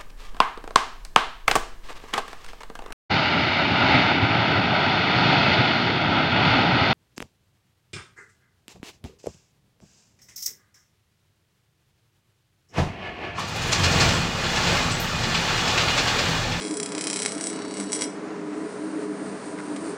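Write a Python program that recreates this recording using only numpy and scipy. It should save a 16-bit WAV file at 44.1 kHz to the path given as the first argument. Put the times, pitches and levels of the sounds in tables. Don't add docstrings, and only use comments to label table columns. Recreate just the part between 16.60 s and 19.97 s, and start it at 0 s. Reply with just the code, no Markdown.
import sys
import numpy as np
from scipy import signal
from scipy.fft import rfft, irfft
from scipy.io import wavfile
from scipy.ndimage import uniform_filter1d

SR = 44100
rng = np.random.default_rng(int(sys.argv[2]) if len(sys.argv) > 2 else 0)


def digitize_waveform(pressure):
    field = np.atleast_2d(pressure).T
    bounded = np.clip(field, -1, 1)
    quanta = np.round(bounded * 32767).astype(np.int16)
    wavfile.write(sys.argv[1], SR, quanta)


N = 148617
T = np.arange(N) / SR

SHOT_HZ, FIRST_SHOT_S, STOP_S = 100, .0008, 1.445
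SWEEP_HZ, SWEEP_PEAK_S = 32.85, .2
SNAP_DB, DIFFUSE_DB, CASING_DB, FIZZ_DB = 3, -9, 1, -1

# frequency in Hz, relative level in dB.
FAN_COLOUR = [(25, -24), (80, -87), (115, -10), (150, -1), (230, 1.5), (360, 1.5), (560, 0.5), (800, -4),
              (1300, -5), (2000, -11), (3300, -22), (4700, -23), (7000, -24.5), (10000, -54)]
# pitch in Hz, level in dB, width of the waver in Hz.
COOLER_TONES = [(97.3, -59.5, 0.33), (197.7, -44.5, 2.58), (390, -66, 9.8), (655, -51.5, 9.25),
                (986, -54.5, 3.9)]
# pitch in Hz, relative level in dB, width in Hz.
DRONE_PARTIALS = [(297, -2, 13.57), (312, 0, 15.48), (272.9, -7, 18.6)]
# time in seconds, gain in dB.
DRONE_FADER = [(0.0, -47.5), (0.13, -32.5), (0.19, -64), (0.27, -42), (0.55, -35), (0.62, -68), (0.76, -38),
               (1.86, -39.5), (2.05, -32.5), (2.09, -69), (2.23, -33.5), (2.65, -37.5), (2.68, -64),
               (2.76, -33), (2.83, -82), (2.86, -41), (3.28, -37.5), (3.37, -66)]
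# centre in Hz, level in dB, width in Hz.
CABINET_BANDS = [(170.7, -50, 17.4), (258, -45.5, 59), (416.2, -39.5, 41)]
# frequency in Hz, relative level in dB.
HISS_COLOUR = [(1500, 13), (3300, -0.5), (4600, 8), (5400, 3), (7000, 3.5), (8000, 9), (9300, 14),
               (10200, -3.5)]
# time in seconds, level in dB.
HISS_FADER = [(0, -49), (1.8, -59), (2.1, -49.5), (2.6, -49), (3.05, -45.5), (3.37, -48)]
# start in seconds, level in dB.
TICK_CUES = [(3.162, -37.5)]
# frequency in Hz, relative level in dB.
TICK_COLOUR = [(1200, -3), (2500, -1), (3600, -2), (6000, -9), (8800, 0), (10000, -12)]
# pitch in Hz, relative level in dB, T60 in seconds.
SCRAPE_MODES = [(1500, 0, .02), (1900, -6, .012)]
# peak time and fade in seconds, pitch and width in Hz, level in dB.
WHISTLE_CUES = [(2.05, .28, 7730, 80, -65)]
# pitch in Hz, relative level in dB, T60 in seconds.
HEAD_MODES = [(2200, -5, .02), (2900, -4, .03), (3300, -6, .04), (3700, -9, .1), (3900, -7, .1),
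              (4100, -5, .12), (4500, -2.5, .12), (5500, -11, .3)]
# time in seconds, level in dB.
HEAD_FADER = [(0, -80), (.6, -53.5), (.9, -49.5), (1.45, -51.5)]
# pitch in Hz, relative level in dB.
WALL_MODES = [(2210, 3.5), (2480, 3.5), (3000, 0), (3270, 7.5), (3980, 9.5), (4500, -16), (5020, 2.5),
              (5600, 3.5), (6450, -18), (7320, 3.5), (7850, -1), (8340, -15), (8770, 6.5), (9220, -5)]
RIM_MODES = [(2200, 4), (2900, -3), (3300, 4), (3950, 2.5), (4480, -6), (5100, -4), (5740, 4.5), (6680, -7),
             (7900, 4), (8500, 6), (9760, -9)]
# start in seconds, level in dB, brightness in dB per octave.
FLAKE_CUES = [(.2008, -38.5, 1.5), (.3208, -49, 1), (.5108, -38, 8.5), (.5408, -45, 6), (.6508, -35.5, -2),
              (.6608, -30, 0.5), (.6808, -43, -1), (.8408, -46, 5), (1.2008, -45.5, 0), (1.3208, -45, 7)]
# frequency in Hz, relative level in dB.
CRACK_COLOUR = [(200, -4), (700, 17), (2000, 11.5), (3500, 6.5), (5600, 14.5), (6800, 6.5), (8500, 16),
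                (10300, -11)]
SNAP_COLOUR = [(300, -11), (1000, -1.5), (1700, -6), (2200, -5.5), (2700, -7), (4200, -6.5), (5200, 4),
               (5750, 4), (6500, 0), (7900, 7.5), (9000, 1), (9800, 9), (10300, -6)]
# time in seconds, relative level in dB.
BITE_FADER = [(0.02, -34.5), (0.26, -27.5), (0.29, -38.5), (0.32, -32.5), (0.54, -22.5), (0.62, -22.5),
              (0.66, -23.5), (0.78, -33), (0.81, -26), (0.87, -29.5), (0.96, -38.5), (1.08, -39),
              (1.21, -31), (1.27, -46), (1.3, -39.5), (1.33, -23), (1.38, -38), (1.42, -21), (1.45, -31)]
# time in seconds, drop in dB.
SWEEP_DROP = [(.03, 2.5), (.2, 33), (.37, 16.5), (.58, 27.5), (.75, 33), (.85, 14), (1.0, 23), (1.36, 12)]
# time in seconds, treble against body in dB.
SNAP_TILT = [(0.02, -17), (0.17, 1), (0.38, -14.5), (0.41, -7), (0.75, -7.5), (0.87, -0.5), (0.99, -16.5),
             (1.3, 1), (1.45, -10.5)]
# frequency in Hz, gain in dB.
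SIDE_EQ = [(25, 6), (70, -1), (160, -14.5), (300, -37.5), (700, -6.5), (2000, -19), (10000, -22)]


def undb(db):
    return 10 ** (np.asarray(db) / 20)


def curve(table, t):
    return np.interp(t, *np.array(table, float).T)


def unit_rms(x):
    return x / np.sqrt(np.mean(x ** 2))


def unit_energy(x):
    return x / np.sqrt(np.sum(x ** 2))


def gains(table, size):
    hz, db = np.array(table, float).T
    bins_hz = np.arange(size // 2 + 1) * SR / size
    return undb(np.interp(np.log(bins_hz + 1), np.log(hz), db))


def noise(colour):
    return unit_rms(irfft(rfft(rng.standard_normal(N)) * gains(colour, N), N))


def band(hz, width):
    bins_hz = np.arange(N // 2 + 1) * SR / N
    rolloff = 1 + ((bins_hz - hz) / (width / 2)) ** 2
    return unit_rms(irfft(rfft(rng.standard_normal(N)) / rolloff, N))


def drift(rate_hz):
    hold = int(SR / rate_hz)
    steps = np.repeat(rng.standard_normal(N // hold + 1), hold)
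    return unit_rms(uniform_filter1d(uniform_filter1d(steps, hold), hold)[:N])


def tone(hz, width, waver_db):
    phase = 2 * np.pi * np.cumsum(hz + width / 2 * drift(18)) / SR
    return unit_rms(np.sin(phase) * undb(waver_db * drift(16)))


def grains(spread_db):
    return unit_rms(rng.standard_normal(N) * undb(spread_db * np.minimum(rng.exponential(size=N), 5)))


def click(colour, size=512):
    cepstrum = irfft(np.log(gains(colour, size)))
    cepstrum[1:size // 2] *= 2
    cepstrum[size // 2 + 1:] = 0
    return unit_energy(irfft(np.exp(rfft(cepstrum))))


def impulses(times, db):
    track = np.zeros(N)
    np.add.at(track, np.round(np.asarray(times) * SR).astype(int), undb(db) * np.sqrt(SR / SHOT_HZ))
    return track


def modes(table):
    t = T[:SR // 2]
    return unit_energy(sum(undb(db) * unit_energy(np.cos(2 * np.pi * hz * t) * undb(-60 * t / t60))
                           for hz, db, t60 in table))


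def ring(x, response):
    return signal.fftconvolve(x, response)[:N]


def tail(delay_s, decay_s):
    t = T[:SR // 2]
    envelope = (t >= delay_s) * np.exp(-np.maximum(t - delay_s, 0) / decay_s)
    return unit_energy(rng.standard_normal(len(t)) * envelope)


def direct_path(bounce_s=.00047, bounce_db=-6):
    response = np.zeros(int(bounce_s * SR) + 1)
    response[0], response[-1] = 1, undb(bounce_db)
    return response


def reflections(room_db=-2.5, room_t60_s=.31):
    metal = tail(delay_s=.0016, decay_s=.0024)
    room = tail(delay_s=.0057, decay_s=room_t60_s / np.log(1000))
    return metal + undb(room_db) * room


def cooler():
    rush = undb(-39 + .9 * drift(20)) * noise(FAN_COLOUR)
    tones = sum(undb(db) * tone(hz, width, waver_db=3.5) for hz, db, width in COOLER_TONES)
    drone = sum(undb(db) * tone(hz, width, waver_db=2.5) for hz, db, width in DRONE_PARTIALS)
    drone *= undb(curve(DRONE_FADER, T))
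    cabinet = sum(undb(db) * band(hz, width) for hz, db, width in CABINET_BANDS)
    throb = undb(1.7 * drift(28.03))
    return rush + tones + (drone + cabinet) * throb


def air():
    return noise(HISS_COLOUR) * undb(curve(HISS_FADER, T) + 1.4 * drift(20))


def handling(scrape_at_s=2.978, scrape_length_s=.028, scrape_db=-37.5):
    tap = ring(impulses(*np.array(TICK_CUES).T), click(TICK_COLOUR))
    tick = ring(tap, tail(0, decay_s=.009))
    contact = (T > scrape_at_s) & (T < scrape_at_s + scrape_length_s)
    scrape = undb(scrape_db) * ring(contact * grains(spread_db=9), modes(SCRAPE_MODES))
    whistle = sum(undb(db) * band(hz, width) * np.exp(-((T - at) / fade) ** 2)
                  for at, fade, hz, width, db in WHISTLE_CUES)
    return tick + scrape + whistle


def laser_head(jitter_db=3.5, waver_db=2.2):
    times = np.arange(FIRST_SHOT_S, STOP_S, 1 / SHOT_HZ)
    ticks = impulses(times, jitter_db * rng.standard_normal(len(times)))
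    whine = sum(undb(db + waver_db * drift(25)) * ring(ticks, modes([(hz, 0, t60)]))
                for hz, db, t60 in HEAD_MODES)
    return undb(curve(HEAD_FADER, T)) * whine / np.std(whine[:int(STOP_S * SR)])


def casing(hits, slide_s=(.53, .73), t60_s=.016):
    fade = np.pi / 2 * np.interp(T, slide_s, [0, 1])
    wall = modes([(hz, db, t60_s) for hz, db in WALL_MODES])
    rim = modes([(hz, db, t60_s) for hz, db in RIM_MODES])
    return ring(hits * np.cos(fade), wall) + ring(hits * np.sin(fade), rim)


def flakes(reverb_db=-9, ring_db=-8):
    bursts = np.zeros(N)
    for at, db, tilt in FLAKE_CUES:
        colour = [(hz, gain_db + tilt * np.log2(hz)) for hz, gain_db in CRACK_COLOUR]
        bursts += ring(impulses([at], db), click(colour))
    crack = ring(bursts, unit_energy(direct_path()))
    return crack + undb(reverb_db) * ring(bursts, reflections()) + undb(ring_db) * casing(bursts)


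def beam(trim_db=-10, jitter_db=2, fizz_decay_s=.013, crossover_hz=4300):
    times = np.arange(FIRST_SHOT_S, STOP_S, 1 / SHOT_HZ)
    sweep = 2 * np.pi * SWEEP_HZ * (times - SWEEP_PEAK_S)
    drop_db = curve(SWEEP_DROP, times) * (1 - np.cos(sweep)) / 2
    shot_db = trim_db + curve(BITE_FADER, times) - drop_db
    shots = impulses(times, shot_db + jitter_db * rng.standard_normal(len(times)))
    shares = np.array([drift(3.21) + np.interp(T, times, np.cos(sweep + k * np.pi / 2))
                       for k in range(4)])
    shares /= np.sqrt(np.sum(shares ** 2, axis=0))
    fizz_envelope = ring(shots, unit_energy(np.exp(-T[:SR // 20] / fizz_decay_s)))
    fizz = fizz_envelope * np.diff(grains(spread_db=4), prepend=0)
    wash = sum(ring(shots * share, reflections()) for share in shares) + undb(FIZZ_DB) * fizz
    attack = undb(SNAP_DB) * ring(shots, direct_path())
    steel = undb(CASING_DB) * casing(shots + wash)
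    snaps = ring(attack + undb(DIFFUSE_DB) * wash + steel, click(SNAP_COLOUR))
    body = signal.sosfiltfilt(signal.butter(2, crossover_hz, fs=SR, output="sos"), snaps)
    tilt = undb(curve(SNAP_TILT, T) / 2)
    return body / tilt + (snaps - body) * tilt


def scene(balance_db=-.45, shop_send_db=-31.5):
    laser = beam() + flakes() + laser_head()
    shop = cooler() + air() + handling()
    reverb = ring(laser + undb(shop_send_db) * shop, tail(0, decay_s=.06))
    side = irfft(rfft(reverb) * gains(SIDE_EQ, N), N)
    left_right = np.array([[1], [-1]])
    return laser * undb(left_right * balance_db / 2) + shop + left_right * side


def record(dry, low_cut_hz=116.5, high_cut_hz=10700):
    thin = signal.sosfilt(signal.butter(2, low_cut_hz, "high", fs=SR, output="sos"), dry)
    lowpass = signal.firwin(161, high_cut_hz, window=("kaiser", 9), fs=SR)
    return signal.fftconvolve(thin, lowpass[None], mode="same", axes=1)


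dry = scene()
out = record(dry)
digitize_waveform(out)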